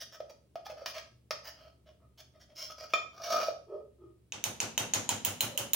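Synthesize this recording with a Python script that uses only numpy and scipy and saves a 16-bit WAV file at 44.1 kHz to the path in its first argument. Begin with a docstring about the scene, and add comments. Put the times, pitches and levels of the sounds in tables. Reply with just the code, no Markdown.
"""Scraping out a tin can

A metal spoon scrapes and knocks thick contents out of a tin can held over a pot, in a small kitchen.
Stick-slip friction or a blow excites the air in the can, the modes of its tin wall and a gritty edge.
A few soft wipes groan with little grit; then can and spoon are rapped together ten times close to the
microphone, the last wipe among the raps. The kitchen answers, over rumble, hiss and a wavering hum."""
import sys
import numpy as np
from scipy import signal
from scipy.fft import rfft, irfft
from scipy.io import wavfile

SR = 44100
rng = np.random.default_rng(int(sys.argv[2]) if len(sys.argv) > 2 else 0)


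def waveform_to_disk(signal):
    """Save audio, clipped to [-1, 1], as 16-bit WAV at the path in sys.argv[1]."""
    frames = np.transpose(np.atleast_2d(signal))
    scaled = np.clip(frames, -1, 1) * 32767
    samples = np.round(scaled).astype(np.int16)
    wavfile.write(sys.argv[1], SR, samples)


N = 253569
TIME = np.arange(N) / SR
RING = TIME[:28000]  # time axis of every impulse response [s]

# modes of the tin wall, before scatter and extra damping:
# (frequency [Hz], relative level [dB], t60 [s])
WALL_MODES = [(550, -25.5, 0.099), (621, -10.5, 0.29), (970, -24.5, 0.025), (1243, -3.5, 0.18),
              (1280, 3, 0.22), (1340, -23, 0.064), (1864, -13, 0.078), (2400, -8, 0.039), (2424.4, 4, .13),
              (3130, -11, 0.16), (3490, -3, 0.09), (4820, -23, 0.15), (5297, -21, .15), (5610, -22.5, .15),
              (6905, -12.5, 0.23)]


def scrapes(hollow_hz=621, wall_db=-1.0, bare_bright_db=8, coat_dull_db=21):
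    """Stick-slip friction: short strokes of the spoon, gritty and bright where it is bare."""
    # short scrapes: (time [s], length [s], pressure level [dB], coating [0-1],
    # wall ring over the hollow, before wall_db [dB])
    strokes = [(0, 0.039, -60, 0, -4), (.118, .054, -60.5, 0.21, 1.5), (0.293, .02, -57, 0.34, -18),
               (0.647, .028, -63.5, 0.11, 6), (.685, .045, -50, 0.46, -18), (.762, .095, -53, 0.54, -7),
               (.854, .068, -61, .06, 2), (.938, 0.069, -48, 0.32, -7), (1.435, .084, -58.5, .13, -2.5),
               (1.549, .16, -62.5, .42, -7.5), (1.856, .064, -61.5, 0.5, -14.5),
               (1.989, 0.075, -73, 0.68, 1), (2.173, .045, -66, 0.1, -6.5), (2.335, .055, -66, .54, -6.5),
               (2.394, .053, -70.5, 0.16, -21), (2.481, .062, -63, 0.56, -20), (2.552, .13, -59, .04, -16),
               (2.683, .049, -61.5, 0.15, 11), (2.77, 0.099, -52.5, .33, -2.5), (2.89, .05, -64, 0.24, -11)]
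    out = np.zeros(N)
    for s, length, db, coating, ring_db in strokes:
        air = stroke(length, db)
        ring = air * undb(ring_db + wall_db)
        edge = air * undb(grit_db(coating))
        bright_db = bare_bright_db - coat_dull_db * coating
        add(out, s, drag(hollow_hz, air, ring, edge, bright_db))
    return out


def long_scrape(hollow_hz=655, wall_db=0.5, edge_db=2, bright_db=3, release_db_per_s=400):
    """Sustained friction: one hard sweep round the can that dies away as the spoon lifts."""
    # levels before wall_db and edge_db:
    # (time [s], hollow level [dB], wall ring level [dB], grit level [dB])
    sweep = [(3.13, -67, -59, -73), (3.21, -48, -49, -60), (3.24, -42, -52, -43.5),
             (3.276, -35.5, -41.5, -46.5), (3.328, -35, -32.5, -39.5), (3.382, -38, -34, -48),
             (3.416, -35.5, -33.5, -41.5), (3.47, -44.5, -50, -44)]
    s, *levels = np.transpose(sweep)
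    t = np.arange(s[0], s[-1] + .15, 1 / SR)
    release_db = release_db_per_s * np.maximum(t - s[-1], 0)
    air, ring, edge = (undb(np.interp(t, s, db) - release_db) for db in levels)
    out = np.zeros(N)
    add(out, s[0], drag(hollow_hz, air, ring * undb(wall_db), edge * undb(edge_db), bright_db))
    return out


def wipes(wall_db=-15, edge_db=-37, bright_db=-3):
    """Lubricated friction: a thickly coated spoon groans, mostly lower, almost without grit."""
    # (time [s], length [s], hollow pitch [Hz], pressure level [dB])
    soft_strokes = [(3.662, 0.152, 421, -46), (3.684, .15, 580, -46.5), (3.979, .13, 365, -55),
                    (5.469, .21, 558, -50)]
    out = np.zeros(N)
    for s, length, hz, db in soft_strokes:
        air = stroke(length, db)
        add(out, s, drag(hz, air, air * undb(wall_db), air * undb(edge_db), bright_db))
    return out


def stroke(length, db, crest=.42, curve=0.7):
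    """Contact pressure: a stroke swells to a crest, at a share of its length, and eases off."""
    share = np.linspace(0, 1, int(length * SR))
    progress = np.interp(share, [0, crest, 1], [0, .5, 1])
    swell = np.abs(np.sin(np.pi * progress)) ** curve  # a lower power gives a fuller swell
    return swell / rms(swell) * undb(db)


def grit_db(coating, bare_db=15, coat_loss_db=45.5):
    """Damping at the contact: contents on the spoon muffle the grit, given as level over the hollow."""
    return bare_db - coat_loss_db * coating


def drag(hz, air, ring, edge, bright_db, contact_hz=1800, octave_db=20, steady_db=55, catch_db=2.5):
    """Source and resonators: coarse slips shake the hollow and the tin, fine ones hiss."""
    size = len(air)
    coarse = friction(size, slips_per_s=300, spread_db=5.5, slide=0.45)
    fine = coarse + friction(size, slips_per_s=2500, spread_db=7.0, slide=0.59)
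    # the edge catches and lets go: a level drawn every 5 ms, held after the last draw
    catch = np.interp(TIME[:size], np.arange(64) * .005, rng.standard_normal(64))
    fine = fine * undb(catch_db * catch)
    tilt = [(1800, -bright_db / 2), (5500, bright_db / 2), (10000, bright_db)]
    hiss = colour(grit(t60=0.018), tilt)
    # a coated spoon has little grit: it pushes the wall softly and groans on a steadier pitch
    cut_hz = contact_hz * 2 ** (gap_db(edge, ring) / octave_db)
    push = soften(soften(coarse, cut_hz), cut_hz)
    swell_s = 0.0032 * 2 ** (max(gap_db(air, edge), 0) / steady_db)
    groan = rubbed(coarse, hollow(hz, swell_s), air)
    wall = rubbed(push, modes(WALL_MODES, scatter_db=-1.5), ring)
    return groan + wall + rubbed(fine, hiss, edge)


def friction(size, slips_per_s, spread_db, slide):
    """Stick-slip force of a sliding edge: uneven random slips over a fine sliding noise."""
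    slipping = rng.random(size) < slips_per_s / SR
    strength = 2 * rng.random(size) - 1
    slips = slipping * undb(spread_db * strength)
    return slips / rms(slips) + slide * rng.standard_normal(size)


def rubbed(force, body, pressure):
    """Forced vibration: a body convolved with a force, with the energy of the pressure on it."""
    return unit(signal.fftconvolve(force * pressure, body)) * np.sqrt(np.sum(pressure ** 2))


def knocks(bare_ring_db=3, ring_loss_db=26, bare_hz=2000, coat_octaves=1.1, coated_t60=0.44):
    """Impact excitation: a coat of contents softens the contact and damps the can."""
    # spoon knocks inside the can:
    # (time [s], hollow pitch [Hz], hollow level before damping [dB], coating [0-1])
    hits = [(.2031, 600, -35.5, 0.77), (.2983, 570, -52, 0.57), (.556, 667, -36, .7),
            (.664, 810, -43.5, 0.45), (.698, 602, -43, .65), (.729, 570, -47.5, .97), (.819, 578, -42.5, 1),
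            (0.8596, 640, -46, .09), (1.3078, 620, -36, .27), (3.402, 610, -33.5, .58),
            (3.414, 683, -36, 0.48), (3.4835, 611, -27.5, 0.84)]
    # one hard clang that sets the whole wall ringing: (time [s], hollow pitch [Hz],
    # hollow level [dB], wall ring level [dB], grit level [dB], contact hardness [Hz])
    clang = (2.9361, 668, -33.5, -23, -35.5, 5900)
    out = np.zeros(N)
    for s, hz, db, coating in hits:
        ring_db = db + bare_ring_db - ring_loss_db * coating
        hardness_hz = bare_hz * 2 ** (-coat_octaves * coating)
        hit = blow(hz, db, ring_db, db + grit_db(coating), hardness_hz)
        add(out, s, hit * fade(coated_t60) ** coating)
    add(out, clang[0], blow(*clang[1:]))
    return out


def blow(hz, air_db, ring_db, edge_db, hardness_hz, first_swing=0.4):
    """Contact time sets bandwidth: a bare, hard blow on the wall wakes the high modes."""
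    # the contents soak up the first wide swings, then a thin ring remains
    wall = modes(WALL_MODES, scatter_db=-1) * (1 + first_swing * fade(t60=0.2))
    air = attack(hollow(hz, swell_s=0.0027), air_db)
    ring = attack(soften(wall, hardness_hz), ring_db)
    return air + ring + attack(grit(t60=.045), edge_db)


def hollow(hz, swell_s):
    """Resonance of an enclosed body of air: a few cycles that swell and die."""
    return unit(RING * np.exp(-RING / swell_s) * np.sin(2 * np.pi * hz * RING))


def modes(table, scatter_db):
    """Modal synthesis: decaying partials whose weights depend on the spot that is touched."""
    out = 0
    for hz, db, t60 in table:
        weight = undb(db + scatter_db * rng.standard_normal())
        out = out + weight * fade(t60) * np.sin(2 * np.pi * hz * RING)
    return out


def grit(t60):
    """High modal density: the quickly damped high modes of thin tin merge into coloured noise."""
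    # steel edge on tin: (frequency [Hz], relative level per Hz [dB])
    edge_spectrum = [(200, -17.5), (400, -13.5), (1000, -3), (1450, -5.5), (1850, -1.5), (2700, -6),
                     (3200, -2.5), (3900, -9.5), (4600, -2.5), (5500, -1), (6700, -14), (8000, -28.5),
                     (9500, -22.5), (13500, -27), (15500, -14.5)]
    return unit(colour(rng.standard_normal(len(RING)) * fade(t60), edge_spectrum))


def soften(x, hz):
    """Low-pass action of contact: a softer contact pushes longer and loses its treble."""
    return signal.sosfilt(signal.butter(2, min(hz, SR / 3), fs=SR, output="sos"), x)


def raps(rim_hz=6600, right_db=3.5, clack_db=-1, clatter_db=-1, echo_db=-6, drift=0.63, tint=0.55,
         boom_hz=108, boom_db=-13.0, room_db=-15.5, lower_db=9, lower_slope=0.29, lower_db_per_hz=0.0044):
    """Direct and diffuse sound: a sharp clack of the rim, to the right, then a clatter fills the room."""
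    # raps that shake the rest out:
    # (time [s], clack pitch [Hz], strength before clack_db [dB], edge brightness [dB])
    hits = [(4.3222, 6300, -30, -20), (4.4401, 6400, -21.5, 11.5), (4.6028, 6460, -21, -1),
            (4.7779, 6400, -19.5, 1.5), (4.9366, 6520, -18, 1), (5.0913, 6840, -19, 3),
            (5.2492, 6850, -18.5, 17), (5.407, 6820, -18, 17), (5.5763, 6700, -21, 13.5),
            (5.7335, 6560, -16, 21)]
    # modes of the rim held against the spoon, before pitch shift and scatter:
    # (frequency [Hz], relative level [dB], t60 [s])
    rim_modes = [(930, -11.5, 0.053), (2860, -11.5, 0.018), (3000, -38, 0.082), (3120, -7, 0.017),
                 (3210, -28.5, 0.23), (3986, -9, 0.023), (6400, 7.5, 0.014), (6850, 15.5, 0.011),
                 (8950, -2, 0.0097), (10760, -6, 0.0039), (14940, -2, 0.01)]
    # clatter of a rap as it fills the room: (frequency [Hz], relative level per Hz [dB])
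    clatter_spectrum = [(45, -25), (108, 2.5), (145, 0.5), (235, 7), (330, 4.5), (850, 6.5), (1300, 1.5),
                        (2200, -4.5), (3000, -7.5), (4800, -6.5), (6600, 0.5), (7700, -5.5), (13500, -11),
                        (15200, -13)]
    out = np.zeros((2, N))
    room = kitchen(build_s=0.00066, bass_lag_s=0.039)
    for s, hz, near, edge in hits:
        far = near + room_db  # the room answers in proportion
        # a glancing or high-pitched rap drives the lower rim modes harder
        lower = lower_db + lower_slope * abs(edge) + lower_db_per_hz * (hz - rim_hz)
        # the point of contact shifts the damped modes and decides which ones speak
        rim = [(f * (hz / rim_hz if t60 < .1 else 1), db, t60) for f, db, t60 in rim_modes]
        spot = np.array([(1500, 0), (3000, lower), (5000, 0), (7500, 0), (12000, edge)])
        # an impulse, then the edges grind briefly; each microphone port sees another side of the can
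        force = 0.11 * rng.standard_normal((2, len(RING))) * fade(t60=0.027)
        force[:, 0] += 1
        struck = signal.fftconvolve(force, modes(rim, scatter_db=-4.5)[None], axes=1)
        clack = colour(struck[:, :len(RING)], spot)
        clack[0] = np.roll(clack[0], 1)  # it reaches the left port one sample later
        # the can moves between raps, so the echoes change
        echoes = room + drift * kitchen(build_s=.0006, bass_lag_s=0.053)
        clatter = colour(colour(echoes, clatter_spectrum), spot * [1, tint])
        ringing = signal.fftconvolve(clack, echoes, axes=1)
        add(out, s, attack(clack, near + clack_db, count=88) * pan(right_db))
        add(out, s, attack(clatter, far + clatter_db, count=2600))
        add(out, s, attack(ringing, far + echo_db, count=2600))
        # a low mode of the room swells after the clack
        boom = hollow(boom_hz * (1 + 0.075 * rng.standard_normal()), swell_s=0.017)
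        add(out, s + .022, attack(boom, far + boom_db, count=2600))
    return out


def kitchen(build_s, bass_lag_s):
    """Reverberation: echoes build up, lows late, and die exponentially band by band."""
    # (frequency [Hz], t60 [s])
    decay_times = [(100, 1), (500, 0.36), (2000, 0.35), (6500, 0.39), (10000, 0.3), (16000, 0.18)]
    noise = rfft(diffuse(len(RING)))
    hz = np.fft.rfftfreq(len(RING), 1 / SR)
    centres = np.geomspace(100, 16000, 9)
    out = 0
    for f, band in zip(centres, np.eye(len(centres))):
        echoes = irfft(noise * lookup(np.c_[centres, band], hz))  # overlapping triangular bands
        rise_s = build_s + bass_lag_s * np.sqrt(centres[0] / f)
        rise = 1 - np.exp(-(RING / rise_s) ** 2)
        out = out + echoes * rise * fade(lookup(decay_times, f))
    return out


def diffuse(size, wide_hz=350):
    """Diffuse-field coherence: stereo noise, alike in the bass and wide in the treble."""
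    mid, side = rfft(rng.standard_normal((2, size)))
    hz = np.fft.rfftfreq(size, 1 / SR)
    side = side * hz / (hz + wide_hz)
    return irfft(np.array([mid + side, mid - side]), size)


def room_tone(air_db=-68.5, waver_db=4):
    """Stationary noise and tones: low rumble and faint hiss, with a wavering appliance hum."""
    # room noise: (frequency [Hz], relative level per Hz [dB])
    air_spectrum = [(30, -16), (50, -7), (75, 3.5), (120, 3.5), (200, -2.5), (400, -6.5), (800, -23.5),
                    (1600, -29), (3200, -29), (6300, -34.5), (10000, -31), (13000, -40.5), (15500, -31.5)]
    # appliance hum: (frequency [Hz], RMS level about which it wavers [dB])
    hum_tones = [(70, -72), (120, -74)]
    out = colour(diffuse(N), air_spectrum) * undb(air_db)
    knots = np.linspace(0, TIME[-1], 70)
    for hz, db in hum_tones:
        waver, wander = (np.interp(TIME, knots, row) for row in rng.standard_normal((2, 70)))
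        level = np.sqrt(2) * undb(db + waver_db * waver)
        out = out + level * np.sin(2 * np.pi * hz * TIME + wander)  # the phase wanders [rad]
    return out


def undb(db):
    """Logarithmic level: decibels to amplitude gain."""
    return 10 ** (np.asarray(db) / 20)


def rms(x):
    """Effective value: root mean square, kept above zero."""
    return np.sqrt(np.mean(x ** 2)) + 1e-18


def gap_db(a, b):
    """Level difference: a over b."""
    return 20 * np.log10(rms(a) / rms(b))


def unit(x):
    """Energy normalisation: scale a response to unit energy."""
    return x / np.sqrt(np.sum(x ** 2))


def attack(x, db, count=441):
    """Onset level: scale a hit so that its first samples have this RMS level."""
    return x * undb(db) / rms(x[..., :count])


def fade(t60):
    """Exponential decay: 60 dB down after t60 seconds."""
    return np.exp(-np.log(1000) * RING / t60)


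def pan(right_db):
    """Level-difference stereo: gains of the left and right channel."""
    return undb(np.array([[-right_db], [right_db]]) / 2)


def add(out, s, x):
    """Superposition: mix x into out from time s."""
    i = int(s * SR)
    out[..., i:i + x.shape[-1]] += x[..., :max(N - i, 0)]


def lookup(points, hz):
    """Logarithmic frequency axis: interpolate (Hz, value) points."""
    f, value = np.transpose(points)
    return np.interp(np.log(hz + 1), np.log(f), value)


def colour(x, points, size=4096):
    """Minimum-phase filtering by folded cepstrum: shapes white noise while keeping its power."""
    gain = undb(lookup(points, np.fft.rfftfreq(size, 1 / SR)))
    cepstrum = irfft(np.log(gain))
    cepstrum[1:size // 2] *= 2
    cepstrum[size // 2 + 1:] = 0
    response = unit(irfft(np.exp(rfft(cepstrum))))
    if x.ndim == 2:
        response = response[None]
    return signal.fftconvolve(x, response, axes=-1)[..., :x.shape[-1]]


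def scene(scrape_wet_db=-3.5, knock_wet_db=-3.0, right_db=0.76, lowest_hz=340):
    """Superposition of direct and reverberant sound: spoon and can, raps and room tone."""
    scraping = scrapes() + long_scrape() + wipes()
    knocking = knocks()
    room = np.sqrt(2) * unit(kitchen(build_s=0.0037, bass_lag_s=0.0067))
    sent = undb(scrape_wet_db) * scraping + undb(knock_wet_db) * knocking
    can = scraping + knocking + signal.fftconvolve(sent[None], room, axes=1)[:, :N]
    # a small can radiates no bass
    can = signal.sosfilt(signal.butter(2, lowest_hz, "highpass", fs=SR, output="sos"), can)
    return can * pan(right_db) + raps() + room_tone()


def record(dry):
    """Band limitation: the recorder cuts the top above 15.9 kHz."""
    return signal.sosfilt(signal.ellip(8, .2, 70, 15900, fs=SR, output="sos"), dry)


dry = scene()
out = record(dry)
waveform_to_disk(out)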